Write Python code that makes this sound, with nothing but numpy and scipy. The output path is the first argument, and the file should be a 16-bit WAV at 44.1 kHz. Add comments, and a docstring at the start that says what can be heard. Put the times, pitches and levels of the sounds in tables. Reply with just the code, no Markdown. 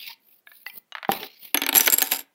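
"""Small plastic counting discs are handled on a plastic tray in a quiet room.
First they slide softly, creaking as they stick and slip, and light taps follow. Just after
one second a dull bump shakes the tray, with a click and more sliding. From about 1.5 seconds
a handful of discs clatters down, each knocking the tray and ringing briefly.
They rattle to rest, leaving only the faint noise of the room."""
import sys
import numpy as np
from scipy import signal
from scipy.io import wavfile
from scipy.ndimage import uniform_filter1d

SR = 44100
rng = np.random.default_rng(int(sys.argv[2]) if len(sys.argv) > 2 else 0)


def pcm_store(signal):
    """Save signal as 16-bit PCM."""
    levels = np.round(np.clip(np.atleast_2d(signal), -1, 1) * 32767)
    wavfile.write(sys.argv[1], SR, levels.astype(np.int16).T)


N = 103458
AGE = np.arange(SR // 4) / SR  # seconds since a hit

# Each disc landing: t/s, knock level/dB, snap level/dB, high ring level/dB, low ring level/dB, low f/Hz
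LANDINGS = [(1.118, -21.5, -22, -55, -40, 5820), (1.2304, -30.5, -51, -58, -74, 5800),
            (1.5447, -15.5, -19.5, -13.5, -42, 6360), (1.573, -18.5, -20.5, -22.5, -24.5, 6240),
            (1.618, -19.5, -26, -29, -53.5, 6200), (1.636, -23.5, -35, -37.5, -33, 6180),
            (1.6644, -21, -22, -38, -49.5, 6240), (1.6898, -17, -22.5, -23, -34.5, 7770),
            (1.7281, -20.5, -31, -28, -46.5, 7330), (1.7511, -19.5, -15, -17, -28.5, 7500),
            (1.758, -18.5, -18, -13, -25.5, 7430), (1.7698, -21.5, -12.5, -8, -15.5, 5980),
            (1.778, -30, -21.5, -6, -14.5, 7510), (1.7977, -22, -33.5, -34.5, -47, 5780),
            (1.8076, -22, -8, -32.5, -17.5, 5936), (1.862, -26.5, -21.5, -17.5, -22, 6020),
            (1.872, -22.5, -13.5, -38, -26.5, 6210), (1.8766, -12, -15, -19, -40.5, 7500),
            (1.879, -18.5, -27, -33, -40.5, 5920), (1.901, -35, -17, -19.5, -25.5, 7370),
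            (1.9241, -27, -17.5, -13.5, -19, 7560), (1.9316, -26.5, -13.5, -39, -23, 7390),
            (1.938, -29, -26, -9, -18.5, 7450), (1.9836, -28, -21, -15, -19, 7570),
            (2.0189, -17.5, -12, -23, -43, 7670), (2.025, -23.5, -9, -20, -23.5, 6420),
            (2.119, -19, -16, -18, -38, 5800), (2.1909, -37.5, -40, -32, -38, 7470)]
# A disc's high tones: f/Hz, level/dB, fade/s (the time to die away by 60 dB)
HIGH_TONES = [(11430, -5, 0.019), (11316, -3.5, .017), (16400, -6.5, 0.017)]
# A disc's low tones: multiple of its pitch, level/dB, fade/s
LOW_TONES = [(1, -1.5, 0.042), (1.133, -9, 0.05)]
DISC_SPREAD = .005  # discs differ in pitch by about this share
def falling_discs(snap_boost_db=2, small_disc_hz=7000):
    """Each disc snaps, rings and knocks the tray; higher-pitched ones ring with one more tone."""
    out = np.zeros(N)
    for start, knock_db, snap_db, high_db, low_db, hz in LANDINGS:
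        high = amp(high_db) * ring(HIGH_TONES, spread=DISC_SPREAD, uneven_db=3)
        low = amp(low_db) * ring(LOW_TONES if hz > small_disc_hz else LOW_TONES[:1], hz)
        hit = amp(knock_db) * tray_knock() + amp(snap_db + snap_boost_db) * edge_snap()
        add(out, start, hit + high + low)
    return out


# The tray's blur of countless tones: f/Hz, level/dB, fade/s
TRAY_BLUR = [(173, -33.5, 0.094), (261, 3, 0.095), (840, -3, 0.054), (1150, -5, 0.08), (1500, 4, 0.041),
             (3890, 6, .025), (6200, -13.5, .018), (9800, -41.5, 0.01)]
# The tray's few clear tones: f/Hz, level/dB, fade/s
TRAY_TONES = [(282.4, -6, 0.15), (768, -7.5, 0.12), (903, 2, 0.051), (1740, -7.5, 0.13),
              (2289, 10.5, 0.029), (2997, -3.5, 0.055)]
def tray_knock():
    """The tray answers a disc with a short crack, a blur of ringing and a few clear tones."""
    blur = fading_noise(TRAY_BLUR, size=len(AGE), column=2)
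    crack = 1.21 * fade(0.01) * rng.standard_normal(len(AGE))
    body = unit_hit(colour(blur + crack, TRAY_BLUR))
    tones = amp(-6) * ring(TRAY_TONES, spread=0.0071, uneven_db=5.5)
    return unit_hit(keep_band(body + tones, 170, "high"))


# The tone colour of a snap: f/Hz, level/dB
SNAP_COLOUR = [(1500, -35), (4500, -6), (9500, -5.5), (13500, 1.5)]
def edge_snap(fade_s=0.0074):
    """Hard edges meet in a tiny burst of bright noise."""
    return unit_hit(colour(fade(fade_s) * rng.standard_normal(len(AGE)), SNAP_COLOUR))


# How the rattle swells and dies: t/s, level/dB
RATTLE_LEVELS = [(1.737, -35.5), (1.765, -21), (1.81, -30.5), (1.843, -30.5), (1.87, -34.5), (1.915, -43.5),
                 (1.982, -29), (2.103, -40), (2.128, -26), (2.174, -36), (2.214, -43.5), (2.236, -67.5)]
# One contact's mix, each as level/dB: knock, snap, high ring, low ring, rim ring
CONTACT_MIX = (-4.5, 2, -2, -10, -11.5)
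def rattle(discs=5, contacts_per_s=380, spread_db=4.5, low_hz=7320, rim_hz=4910):
    """Several discs wobble and jostle in quick, small contacts."""
    level = amp(np.interp(np.arange(N) / SR, *np.transpose(RATTLE_LEVELS), left=-120, right=-120))
    out = np.zeros(N)
    for _ in range(discs):
        touches = rng.random(N) < contacts_per_s / discs / SR
        strength = amp(spread_db * rng.uniform(-0.91, 1.1, N))
        parts = [tray_knock(), edge_snap(), ring(HIGH_TONES, spread=DISC_SPREAD)]
        parts += [ring(LOW_TONES, hz, spread=DISC_SPREAD) for hz in (low_hz, rim_hz)]
        contact = sum(amp(db) * part / np.linalg.norm(part) for db, part in zip(CONTACT_MIX, parts))
        out += signal.fftconvolve(unit_level(touches * strength) * level, contact)[:N]
    return out / np.sqrt(discs)


# Each bump of the tray: t/s, level/dB
TRAY_BUMPS = [(1.092, -12.5), (1.097, -23), (1.763, -26.5)]
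# The whole tray's deep tones: f/Hz, level/dB, fade/s
BUMP_TONES = [(218, -2.5, 0.039), (345, -5.5, 0.05), (444, -4, 0.05), (705, 8, 0.018), (779, -0.5, 0.088),
              (1788, -10, 0.027)]
def tray_bumps():
    """A soft blow sets the whole tray ringing with a dull sound."""
    out = np.zeros(N)
    tones = sum(amp(db) * fade(fade_s) * np.cos(2 * np.pi * hz * AGE) for hz, db, fade_s in BUMP_TONES)
    thud = unit_hit(keep_band(tones, [130, 1700]))
    for start, db in TRAY_BUMPS:
        add(out, start, amp(db) * thud)
    return out


# Each tap: t/s, push level/dB, ring level/dB, ring f/Hz
LIGHT_TAPS = [(0.4719, -63, -40.5, 1676), (0.517, -46, -46, 1750), (0.665, -75, -28, 2013),
              (.699, -64.5, -39, 2360), (0.9224, -35.5, -36, 2884), (.952, -23, -41.5, 1810),
              (0.9698, -34.5, -47.5, 1740), (0.983, -31, -58, 1150), (1.0293, -26.5, -40, 1480),
              (1.049, -25.5, -55.5, 2880)]
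# A tap's tones: multiple of its pitch, level/dB, fade/s
TAP_TONES = [(.4, -19, 0.11), (1, 3, 0.039), (1.33, 1, 0.02), (2.2, -2, 0.0167)]
# The tone colour of a push: f/Hz, level/dB
PUSH_COLOUR = [(400, -57), (620, -6), (1700, 3), (2600, -4.5), (3900, -10.5), (7500, -36.5), (15000, -5)]
def light_taps():
    """Each muffled tap is one short, rounded push and a brief ring."""
    out = np.zeros(N)
    for start, push_db, ring_db, hz in LIGHT_TAPS:
        click = (AGE == 0) + 0.063 * fade(0.032) * rng.standard_normal(len(AGE))
        push = unit_hit(colour(click, PUSH_COLOUR))
        add(out, start, amp(push_db) * push + amp(ring_db) * ring(TAP_TONES, hz))
    return keep_band(out, [480, 5200])


# Each slide: start t/s, peak t/s, end t/s, swell/dB, rumble level/dB, scrape level/dB, hiss level/dB
STROKES = [(-.03, 0.11, .14, 7.5, -66.5, -40, -40), (.2, 0.34, 0.41, 13.5, -79, -68.5, -51.5),
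           (0.462, 0.57, 0.66, 10.5, -87, -62.5, -46), (0.656, .68, 0.74, 12, -75, -57.5, -40),
           (0.735, .78, 0.79, 8, -60, -56, -35.5), (1.083, 1.119, 1.273, 21, -36.5, -35.5, -28),
           (1.198, 1.175, 1.383, 13.5, -76, -44, -47.5), (1.374, 1.452, 1.542, 23.5, -61, -46.5, -36.5)]
# The tone colours of the tray's rumble, the scrape and the hiss: f/Hz, level/dB
RUMBLE_COLOUR = [(60, -18), (200, 2.5), (800, -1), (1200, -4), (5000, -55)]
SCRAPE_COLOUR = [(200, -45), (1500, -21.5), (2200, 1), (3700, 2.5), (4900, 1.5), (7300, -29.5),
                 (16000, -43)]
HISS_COLOUR = [(4000, -31.5), (7500, -46), (9000, -15), (12300, -0.5), (15500, 3.5)]
def slides(edge_s=0.0082, grain_s=0.0067, grain_db=3):
    """Sliding plastic makes a grainy scrape and hiss, with the tray rumbling underneath."""
    t, out = np.arange(N) / SR, np.zeros(N)
    layers = noise(RUMBLE_COLOUR), wander(noise(SCRAPE_COLOUR)), wander(noise(HISS_COLOUR))
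    for start, peak, end, swell_db, *levels in STROKES:
        swell = amp(np.interp(t, [start, peak, end], [-swell_db, 0, -swell_db]))
        on_off = np.clip(np.minimum(t - start, end - t) / edge_s + .5, 0, 1)
        out += swell * on_off * sum(amp(db) * layer for db, layer in zip(levels, layers))
    return out * amp(grain_db * wobble(N, int(grain_s * SR)))


def wander(x, depth_db=3.5):
    """As a sliding disc moves, different pitches stand out."""
    bands = signal.stft(x, nperseg=512)[2]
    patches = uniform_filter1d(rng.standard_normal(bands.shape), size=7, axis=0)  # smooth over pitch
    patches = unit_level(uniform_filter1d(patches, size=9, axis=1))  # and over time
    return unit_level(signal.istft(bands * amp(depth_db * patches), nperseg=512)[1][:N])


# Each creak: t/s, length/s, f/Hz, level/dB
TRAY_CREAKS = [(0.082, 0.048, 956, -45), (1.191, 0.073, 426, -38)]
def creaks(sag=0.074, jitter=0.077):
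    """A disc sticks and slips, making the tray creak; the pitch sags as the disc slows."""
    out = np.zeros(N)
    for start, length, hz, db in TRAY_CREAKS:
        progress = np.linspace(0, 1, int(length * SR))
        pitch = hz * (1 - sag * progress ** 2 + jitter * wobble(len(progress), 120))
        phase = 2 * np.pi * np.cumsum(pitch) / SR
        swell = np.sin(np.pi * progress) ** 2
        add(out, start, amp(db) * swell * (np.sin(phase) + .5 * np.sin(2 * phase)))
    return out


# How long the room's echo lasts: f/Hz, fade/s
ECHO_FADES = [(2200, 0.29), (5000, 0.16), (9000, 0.13)]
def room_echo(x, build_s=0.018):
    """A furnished room gives every sound a short tail."""
    tail = fading_noise(ECHO_FADES, size=SR // 2, column=1)
    tail *= np.minimum(np.arange(len(tail)) / SR / build_s, 1)
    return signal.fftconvolve(x, tail / np.linalg.norm(tail))[:N]


# The tone colour of the quiet room: f/Hz, level/dB
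HUSH_COLOUR = [(25, -28.5), (220, 5), (2500, -8), (8000, -14.5), (15000, -9.5)]
def room_hush(level_db=-72):
    """Faint, steady noise lies under everything."""
    return amp(level_db) * noise(HUSH_COLOUR)


def ring(tones, pitch=1, spread=0., uneven_db=0.):
    """A struck object's fading tones, whose strengths depend on where the blow lands."""
    pitch = pitch * (1 + spread * rng.standard_normal())
    out = np.zeros(len(AGE))
    for f, db, fade_s in tones:
        strength = amp(db + uneven_db * rng.standard_normal()) * rng.choice([-1, 1])
        out += strength * fade(fade_s) * np.sin(2 * np.pi * f * pitch * AGE)
    return unit_hit(out)


def fading_noise(table, size, column):
    """Countless overlapping tones: noise in which each pitch dies at its own speed."""
    hz, t, bands = signal.stft(rng.standard_normal(size), SR, nperseg=128)
    bands *= fade(look_up(table, hz, column)[:, None], t)
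    return signal.istft(bands, SR, nperseg=128)[1][:size]


def noise(table):
    """Steady noise with the table's tone colour."""
    return unit_level(colour(rng.standard_normal(N), table))


def colour(x, table):
    """Makes each pitch louder or softer, as the table says."""
    log_gain = np.log(amp(look_up(table, abs(np.fft.fftfreq(4096, 1 / SR)))))
    response = np.fft.ifft(np.exp(np.conj(signal.hilbert(log_gain)))).real  # no sound before the hit
    return signal.fftconvolve(x, response[:len(response) // 2])[:len(x)]


def keep_band(x, hz, kind="band"):
    """Keeps the pitches between two limits, or above one ("high")."""
    return signal.sosfilt(signal.butter(2, hz, kind, fs=SR, output="sos"), x)


def look_up(table, hz, column=1):
    """A table's value at any pitch, gliding between rows."""
    columns = np.transpose(table)
    return np.interp(np.log(hz + 1), np.log(columns[0]), columns[column])


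def wobble(size, smooth_samples):
    """Smoothed random ups and downs."""
    return unit_level(uniform_filter1d(rng.standard_normal(size), smooth_samples))


def fade(fade_s, t=AGE):
    """Dies away by 60 dB in fade_s seconds."""
    return np.exp(-np.log(1000) * t / fade_s)


def amp(db):
    """Turns decibels into a multiplier."""
    return 10 ** (np.asarray(db) / 20)


def unit_level(x):
    """Sets the average (rms) level to one."""
    return x / np.sqrt(np.mean(x ** 2) + 1e-20)


def unit_hit(x):
    """Scales a hit so its first five milliseconds have an average level of one."""
    return x / np.sqrt(np.mean(x[:220] ** 2) + 1e-20)


def add(mix, start, sound):
    """Mixes a sound in at start seconds."""
    part = mix[max(round(start * SR), 0):][:len(sound)]
    part += sound[:len(part)]


def scene():
    """All the handling sounds, close by, in a quiet room."""
    near = falling_discs() + rattle() + light_taps() + tray_bumps() + slides() + creaks()
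    return (near + amp(-19.5) * room_echo(near) + room_hush())[None]


def record(dry, cut_hz=15800):
    """Rounds off the loudest peaks, then removes the very highest treble."""
    treble_cut = signal.firwin(255, cut_hz, window=("kaiser", 9), fs=SR)
    return signal.oaconvolve(np.tanh(dry), treble_cut[None], "same")


dry = scene()
out = record(dry)
pcm_store(out)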